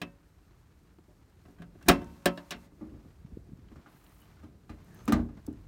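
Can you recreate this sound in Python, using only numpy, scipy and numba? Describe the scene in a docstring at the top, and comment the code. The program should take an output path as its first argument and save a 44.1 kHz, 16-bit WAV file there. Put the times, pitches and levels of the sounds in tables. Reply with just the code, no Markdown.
"""The steel hood of a pickup, lifted by hand in a quiet yard, an arm's length from a phone's microphone.
The latch clicks and clunks, setting its safety catch and spring ringing; each knock rings the modes of the
thin panel, which booms as it rises and settles. Hand and hinges rub and hiss, with small ticks, faint
squeaks and a bright rustle. Air puffs on the microphone, and far traffic rumbles underneath."""
import sys
import numpy as np
from scipy import signal
from scipy.fft import rfft, irfft, next_fast_len
from scipy.io import wavfile
from scipy.ndimage import uniform_filter1d
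from numba import njit

SR = 44100
rng = np.random.default_rng(int(sys.argv[2]) if len(sys.argv) > 2 else 0)


def dump_mix(stems):
    """Bounce the given channels to the path in sys.argv[1] as a 16-bit WAV at rate SR."""
    frames = np.atleast_2d(stems).T  # one column per channel
    limited = np.clip(frames, -1, 1)  # hard clip at full scale
    pcm = np.round(limited * 32767).astype(np.int16)
    wavfile.write(sys.argv[1], SR, pcm)


N = 250388
TOP_HZ = 16400  # the phone's upper limit
FREE_FROM_S = 2.7  # the hood is latched until here, then hangs free on its hinges

# rumble of far traffic and the moving panel: (frequency [Hz], relative level [dB])
RUMBLE_SPECTRUM = [(12, -38.5), (24, -14), (42, 1), (80, 0), (112, -2.5), (216, -4.5), (236, -12),
                   (282, -6.5), (441, -13), (475, -16), (700, -22.5), (910, -51.5), (1540, -120)]
# its rise and fall at the microphone: (time [s], level [dB])
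RUMBLE_LEVEL = [(0, -55), (.3, -63.5), (1.37, -61.5), (1.86, -55), (2.02, -45), (2.22, -60), (2.62, -58.5),
                (2.76, -58), (2.95, -51.5), (3.14, -62), (3.3, -54), (3.44, -56), (3.9, -60), (4.45, -58),
                (4.66, -59.5), (5.2, -47.5), (5.44, -59.5), (5.68, -56)]
# friction of hand and hinges, a low rub and a high hiss: (frequency [Hz], relative level [dB])
RUB_SPECTRUM = [(180, -29.5), (300, 2), (333, -2), (417, -11), (536, -10.5), (580, -11.5), (670, -4.5),
                (1210, -4.5), (7000, -24), (9100, -49), (15400, -120)]
HISS_SPECTRUM = [(2350, -37.5), (4000, 1), (4390, -0.5), (4930, -1.5), (8800, -1.5), (10400, -5.5),
                 (13200, -2.5), (16000, -9.5)]
# rubbing strokes: (start [s], end [s], swell [s], fade [s], rub level [dB], hiss level [dB])
STROKES = [(1.4, 1.66, 0.1, 0.15, -75, -78.5), (1.702, 2.682, 0.23, 0.024, -66.5, -72),
           (2.705, 3.202, 0.1, 0.14, -72, -89.5), (3.546, 3.95, 0.28, 0.14, -67.5, -86),
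           (3.846, 4.52, 0.041, 0.15, -67, -80), (4.632, 5.304, 0.35, 0.14, -64, -72.5),
           (5.303, 5.681, 0.096, 0.026, -73, -83)]
# thin rustle as the hood swings up: (start [s], end [s], level [dB])
RUSTLE = (3.86, 4.36, -71)
# air on the microphone: (time [s], level [dB], frequency [Hz], length [cycles])
AIR_PUFFS = [(3.186, -44, 69, 1.98), (3.244, -35.5, 143, 1.9), (3.319, -39, 202, 2.6),
             (3.323, -37, 75, 1.9), (3.37, -30.5, 281.4, 1.7), (3.384, -43.5, 111.4, 2),
             (3.489, -45.5, 236, 2.2), (3.516, -39.5, 203, 2), (3.53, -36, 161, 1.7),
             (3.586, -45, 247.5, 2.7), (3.765, -38, 181, 1.84), (3.775, -43, 92.8, 1.5),
             (3.945, -47.5, 149, 1.9)]
# hinges near the top of the swing: (start [s], end [s], pitch [Hz], level [dB])
HINGE_SQUEAKS = [(4.18, 4.27, 3000, -72), (4.9, 5.08, 6300, -73), (4.87, 5.02, 1750, -67),
                 (4.96, 5.08, 1250, -66)]
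# ticks of springs, rods and grit: (time [s], relative level [dB], pitch [Hz])
TICKS = [(1.458, -63, 2980), (1.826, -59, 7600), (1.865, -56, 7200), (2.044, -54, 6920), (3.686, -56, 2150),
         (3.897, -70, 9020), (4.041, -59, 9500), (4.065, -60, 3880), (4.094, -58.5, 10100),
         (4.2, -62, 10100), (4.845, -60, 12770), (4.946, -50, 15200), (5.055, -46.5, 13000),
         (5.465, -46, 11280), (5.466, -48.5, 6930), (5.265, -72, 7060), (5.528, -61.5, 10760)]
# long tones of latch spring and rod, short ones of the safety catch: (frequency [Hz], level [dB], t60 [s])
SPRING_MODES = [(556, -54, 1.9), (1084, -63, 1.9), (1515, -54, .7), (1572, -44, .36), (1835, -59, .65),
                (2672, -67, 1.2), (3138, -66, .9), (3520, -68, .8)]
CATCH_MODES = [(334, -15, 0.21), (563.5, 3.5, 0.14), (672, -3, 0.091), (1030, -6.5, 0.11),
               (1305, -14.5, 0.22), (1605, -1.5, 0.069), (1740, -1, 0.082), (2480, -18.5, 0.057),
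               (2840, -6.5, 0.065), (3360, -15, 0.076), (3840, -4.5, 0.051), (4420, -12, 0.084),
               (5220, -9.5, 0.045), (6640, -18, 0.044)]
# blows on each: (time [s], level [dB], centre [Hz], fall either side [dB/octave])
SPRING_JOLTS = [(0.016, -8, 1835, 45), (1.888, -1, 1000, 0)]
CATCH_BLOWS = [(1.888, -23.5, 600, 0), (2.257, -21.5, 1710, 2.5), (2.375, -42, 4000, 2),
               (2.507, -35.5, 5600, 6), (2.519, -38.5, 4000, 5)]
# knocks on latch and panel, from sharp metal blows to soft pushes of the hand: (time [s], level [dB],
# centre [Hz], fall below [dB/octave], fall above [dB/octave], contact [ms], damping [x decay rate])
HOOD_BLOWS = [(0.016, -32, 2630, 2.6, 6, 0.22, 1.24), (0.026, -39.5, 295, 5, 3, 1.9, 1.3),
              (0.068, -59.5, 666, -1, 3, 3.4, 0.81), (0.985, -50, 340, 5, 5, 0.87, 4.2),
              (1.078, -55, 624, 4, 23, 10, 0.68), (1.452, -53, 1350, 3.5, 8.5, 0.83, 1.7),
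              (1.48, -55, 246, 5, 4.5, 2, 0.73), (1.585, -60, 1520, 7, 7, .3, 0.45),
              (1.596, -45, 190, 4, 7.5, 1.5, 0.68), (1.62, -48, 1500, 2, 6, 0.25, 1.3),
              (1.752, -49.5, 342, 13, 5.5, 3, 2.2), (1.812, -50, 1530, 8, 12, .8, 1.7),
              (1.827, -52.5, 2700, 3, 6, .25, 2.6), (1.856, -43, 184, 15, 2.5, 10, 0.22),
              (1.882, -19, 345, 2, 3.5, .7, 1.2), (1.885, -14, 2800, 2.5, 1.3, .8, 1.1),
              (1.895, -12.5, 710, 8, 4.5, 1.3, 1.05), (1.911, -33.5, 340.3, 0, 1.5, 0.79, 0.49),
              (2.015, -36.5, 200, 33, 4, 4.7, 1.03), (2.257, -21.5, 377, 7.5, 1.26, 0.15, 0.95),
              (2.374, -43, 620, 5, 4, .69, 0.67), (2.507, -30.5, 5720, 4.5, 11, 0.97, 0.93),
              (2.519, -36, 1670, 5, 6.5, 0.4, 0.83), (2.545, -45, 227, 1, 10, 4, 0.74),
              (2.716, -56.5, 334, 3.5, 7, 3.8, 0.79), (2.81, -37, 304.4, 8, 9.5, 4.1, 0.57),
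              (2.914, -50, 301, 4.5, 9, 2.1, 0.48), (2.942, -54, 331, 0, 7, 3.3, 1.1),
              (3.048, -52, 340, 0.5, 7.5, 1.2, 1.5), (3.716, -48, 295.3, 2.5, 6, 0.93, 1.75),
              (3.756, -55.5, 1395, -1, 6.5, 3, 0.77), (3.86, -51.5, 1390, 2.5, 10.5, 1.2, 0.7),
              (4.429, -47, 337, 1.9, 5, 7.2, 0.65), (4.693, -52.5, 2740, -1.96, 8, 1.8, 0.63),
              (5.078, -20.5, 272, 10.5, 5.5, 0.79, 0.71), (5.123, -20.5, 204, 18, 11, 2.5, 1.2),
              (5.122, -23.5, 880, 0.8, 5, 0.33, 0.78), (5.16, -28.5, 244, 5.5, 7.5, 3.5, 0.45),
              (5.193, -28.5, 231, 1, 8.5, 2.2, 0.99), (5.286, -52.5, 670, 0, 7, 2.4, 0.6),
              (5.368, -51.5, 1377, 0, 7, 4.6, 1.14), (5.476, -34.5, 345, 3.5, 14.5, 1.54, 0.75)]
# bands over which a knock spreads its energy: (edge [Hz])
BAND_EDGES = [40, 130, 260, 450, 1000, 2000, 4000, 8000, 16000]
# how readily the panel rings, latched and free: (frequency [Hz], gain [dB])
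LATCHED_RESPONSE = [(72, -2), (184, 3), (342, 4), (670, 0), (1400, 2.47), (2800, 3.5), (5600, -3),
                    (11300, -2)]
FREE_RESPONSE = [(72, 0.3), (184, 2.06), (342, 2.5), (670, 3.5), (1400, 6.5), (2800, 1.5), (5600, 3.5),
                 (11300, 3)]
# the panel's clear modes, latched and free: (frequency [Hz], relative level [dB], t60 [s])
LATCHED_MODES = [(53.7, -11.5, 0.24), (90, -22.5, 0.15), (174.5, -5.5, 0.22), (233.5, -12.5, 0.28),
                 (279.8, -2, 0.19), (357.3, -3.5, 0.15), (405, -6, 0.12), (560, -16.5, 0.48),
                 (615, -7, 0.14), (719.4, -2.5, 0.14), (915, -20, 0.53), (1038, -20, 0.29),
                 (1153, -8.5, 0.1), (1286, -19, 0.27), (1564, -10.5, 0.1), (1700, -13.5, 0.078),
                 (1665, -2.5, 0.054), (1770, -17.5, 0.04), (2660, -25.5, 0.23), (3210, -19, 0.1),
                 (3220, -11.5, 0.007), (3950, -17, 0.057), (5030, -27, 0.0092), (5480, -25.5, 0.093)]
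FREE_MODES = [(52.74, -6, 0.24), (83.35, -9, 0.38), (123.4, -14, 0.34), (202.8, -10.5, 0.21),
              (234.8, -2, 0.17), (283.2, -3, 0.18), (309, -2, 0.17), (396.4, -11, 0.17),
              (578, -27.5, 0.042), (832, -24, 0.03), (1198, -13, 0.058), (1355, -17, 0.017)]
# balance of the clear modes and the dense ones between them: (frequency [Hz], gain [dB])
CLEAR_GAIN = [(200, 1), (600, -2.56), (1500, -3.5), (4000, -7.5)]
DENSE_GAIN = [(250, -14), (700, -12), (2500, -8), (8000, -5)]
# decay of the dense modes before a knock's damping: (frequency [Hz], t60 [s])
DENSE_T60 = [(60, 0.21), (160, 0.35), (420, 0.2), (1100, 0.14), (2910, 0.11), (7680, 0.068), (14000, .05)]


def amp(db):
    """Decibels to gain."""
    return 10 ** (np.asarray(db) / 20)


def along(table, hz):
    """Read a (frequency, value) table on a log-frequency axis."""
    f, v = np.transpose(table)
    return np.interp(np.log(hz), np.log(f), v)


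def noise(gain):
    """Noise of rms 1 whose spectrum is shaped by gain(Hz)."""
    size = next_fast_len(N)
    hz = np.maximum(np.arange(size // 2 + 1) * SR / size, 1)
    x = irfft(rfft(rng.standard_normal(size)) * gain(hz), size)[:N]
    return x / x.std()


def flicker(rate_hz, spread_db):
    """A gain that wanders smoothly between random levels."""
    hold = int(SR / rate_hz)
    steps = np.repeat(rng.standard_normal(N // hold + 1), hold)
    walk = uniform_filter1d(uniform_filter1d(steps, hold), hold)[:N]
    return amp(spread_db * walk / walk.std())


def grit(per_s, size_db, decay_ms):
    """Gain near 1 with brief random bursts, as grains catch and let go."""
    bursts = (rng.random(N) < per_s / SR) * amp(size_db * rng.exponential(size=N)) / 2
    gain = 1 + signal.lfilter([1], [1, -np.exp(-1000 / (decay_ms * SR))], bursts)
    return gain / np.sqrt(np.mean(gain ** 2))


def swell(start, end, swell_s, fade_s):
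    """An envelope that rises, holds and fades in straight lines."""
    t = np.arange(N) / SR
    return np.clip(np.minimum((t - start) / swell_s, (end - t) / fade_s), 0, 1)


@njit
def add_modes(out, time_s, hz, t60, gain, rise_s):
    """Add fading sines that swell over the contact time; a complex gain sets level and phase."""
    start = int(time_s * SR)
    rise_step = np.exp(-1 / (rise_s * SR))
    for k in range(len(hz)):
        step = np.exp(2j * np.pi * hz[k] / SR - np.log(1000) / (t60[k] * SR))
        phasor, rise_left = gain[k], 1.
        for i in range(start, min(len(out), start + int(t60[k] * SR))):
            out[i] += (1 - rise_left) * phasor.imag
            phasor, rise_left = phasor * step, rise_left * rise_step


def rumble(split_hz=140):
    """Traffic far beyond the yard and the panel moving close by; deep and upper parts flicker apart."""
    lowpass = lambda f: 1 / np.sqrt(1 + (f / split_hz) ** 6)
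    deep = noise(lambda f: amp(along(RUMBLE_SPECTRUM, f)) * lowpass(f))
    deep *= flicker(rate_hz=5, spread_db=2.2)
    upper = noise(lambda f: amp(along(RUMBLE_SPECTRUM, f)) * np.sqrt(1 - lowpass(f) ** 2))
    upper *= flicker(rate_hz=20, spread_db=.53)
    level_db = np.interp(np.arange(N) / SR, *np.transpose(RUMBLE_LEVEL))
    return (deep + amp(-5) * upper) * amp(level_db)


def friction(still_rub_db=-72, still_hiss_db=-79):
    """Hand and hinges rub and hiss in gritty strokes, over a faint floor that stays when nothing moves."""
    rub_gain, hiss_gain = amp(still_rub_db), amp(still_hiss_db)
    for start, end, swell_s, fade_s, rub_db, hiss_db in STROKES:
        stroke = swell(start, end, swell_s, fade_s)
        rub_gain = np.hypot(rub_gain, amp(rub_db) * stroke)
        hiss_gain = np.hypot(hiss_gain, amp(hiss_db) * stroke)
    rub = noise(lambda f: amp(along(RUB_SPECTRUM, f))) * flicker(rate_hz=29, spread_db=.78)
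    rub *= grit(per_s=45, size_db=1.3, decay_ms=4.4)
    hiss = noise(lambda f: amp(along(HISS_SPECTRUM, f))) * flicker(rate_hz=24, spread_db=.71)
    hiss *= grit(per_s=8.9, size_db=1.3, decay_ms=2.8)
    return rub * rub_gain + hiss * hiss_gain


def rustle(above_hz=7500):
    """Gritty noise in the top octave swells quickly and fades as the hood swings up."""
    start, end, db = RUSTLE
    gain = amp(db) * swell(start, end, swell_s=.06, fade_s=.15) * grit(per_s=70, size_db=4.9, decay_ms=2.2)
    return gain * noise(lambda f: 1 / (1 + (above_hz / f) ** 6))


def air_puffs():
    """Low swings of pressure right on the microphone, about two cycles each."""
    out = np.zeros(N)
    for time_s, db, hz, cycles in AIR_PUFFS:
        t = np.arange(int(cycles / hz * SR)) / SR
        at = int(time_s * SR)
        out[at:at + len(t)] += amp(db) * np.sin(2 * np.pi * hz * t) * np.hanning(len(t))
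    return out


def hinge_squeaks(half_width_hz=130):
    """Dry pivots give faint, narrow, unsteady tones."""
    out = np.zeros(N)
    for start, end, hz, db in HINGE_SQUEAKS:
        first, last = int(start * SR), int(end * SR)
        tone = noise(lambda f: 1 / (1 + ((f - hz) / half_width_hz) ** 2))
        out[first:last] += amp(db) * np.hanning(last - first) * tone[first:last]
    return out


def ticks(count=80, t60_s=.013):
    """Springs, rods and grit tick, each ringing a wide cluster of short modes around its pitch."""
    out = np.zeros(N)
    for time_s, db, pitch_hz in TICKS:
        real, imag, detune = rng.standard_normal((3, count))
        hz = pitch_hz * np.exp(.28 * detune)
        gain = amp(db - 17.5) * (real + 1j * imag) * (hz < TOP_HZ)
        add_modes(out, time_s, hz, np.full(count, t60_s), gain, rise_s=.0004)
    return out


def latch_part(modes, blows):
    """A small steel part, spring or catch, rings its few modes at every blow."""
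    out = np.zeros(N)
    hz, mode_db, t60 = np.transpose(modes)
    signs = (-1 + 0j) ** np.arange(len(hz))
    for time_s, db, centre_hz, fall in blows:
        gain = signs * amp(db + mode_db - fall * np.abs(np.log2(hz / centre_hz)))
        add_modes(out, time_s, hz, t60, gain, rise_s=.0004)
    return out


def clear_gains(hz, mode_db, centre_hz, band_db, focus_db=11, focus_octaves=.07):
    """The panel's clear modes share each band's energy; a knock favours those at its centre frequency."""
    weight = amp(mode_db + focus_db * np.exp(-(np.log2(hz / centre_hz) / focus_octaves) ** 2))
    band = np.digitize(hz, BAND_EDGES) - 1
    share = weight / np.sqrt(np.bincount(band, weight ** 2)[band])
    signs = (-1 + 0j) ** np.arange(len(hz))
    return signs * share * amp(along(CLEAR_GAIN, hz) + band_db[band])


def hood(count=520, scatter_db=1.6, snap_above_hz=5500, snap_t60_s=.035, soft_ms=1.5):
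    """The thin steel panel at arm's length: each knock rings its clear modes and a new mix of dense ones."""
    out, edges = np.zeros(N), np.array(BAND_EDGES)
    band_hz = np.sqrt(edges[1:] * edges[:-1])
    position = (np.arange(count) + rng.random(count)) / count
    dense_hz = 60 + 15800 * position ** 1.6
    spacing_hz = 1.6 * 15800 / count * position ** .6
    dense_t60 = along(DENSE_T60, dense_hz) * np.exp(.038 * rng.standard_normal(count))
    dense_db = along(DENSE_GAIN, dense_hz) + 2.6 * rng.standard_normal(count)
    for time_s, db, centre_hz, fall_below, fall_above, contact_ms, damping in HOOD_BLOWS:
        free, rise_s = time_s > FREE_FROM_S, contact_ms / 1000
        real, imag, scatter = rng.standard_normal((3, count))
        octaves = np.log2(band_hz / centre_hz)
        band_db = db + np.where(octaves < 0, fall_below, -fall_above) * octaves
        band_db += along(FREE_RESPONSE if free else LATCHED_RESPONSE, band_hz)

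        hz, mode_db, t60 = np.transpose(FREE_MODES if free else LATCHED_MODES)
        clear = clear_gains(hz, mode_db, centre_hz, band_db)
        clear *= amp(scatter_db * scatter[-len(hz):])  # each knock lands elsewhere
        add_modes(out, time_s, hz * (1 + .012 * scatter[:len(hz)]), t60 / damping, clear, rise_s)

        db_per_hz = list(zip(band_hz, band_db - 10 * np.log10(np.diff(edges))))
        dense = (real + 1j * imag) * np.sqrt(spacing_hz) * amp(along(db_per_hz, dense_hz) + dense_db)
        add_modes(out, time_s, dense_hz, dense_t60 / damping, dense, rise_s)

        # the treble cracks briefly at contact, hardly at all when the contact is soft
        snap = 1j * amp(4.5) * dense / (1 + (snap_above_hz / dense_hz) ** 4)
        snap /= 1 + (contact_ms / soft_ms) ** 4
        snap_hz = dense_hz * (1 + .021 * scatter)
        add_modes(out, time_s, snap_hz, np.full(count, snap_t60_s), snap, rise_s / 2)
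    return out


def scene():
    """Hood, latch and yard, all at the one microphone."""
    steel = hood() + latch_part(CATCH_MODES, CATCH_BLOWS) + latch_part(SPRING_MODES, SPRING_JOLTS)
    return (steel + ticks() + hinge_squeaks() + air_puffs() + rumble() + friction() + rustle())[None]


def record(dry):
    """The microphone loses the deepest bass; the phone cuts the top."""
    heard = signal.sosfilt(signal.butter(3, 36, "high", fs=SR, output="sos"), dry)
    return signal.sosfilt(signal.ellip(10, .2, 70, TOP_HZ, fs=SR, output="sos"), heard)


dry = scene()
out = record(dry)
dump_mix(out)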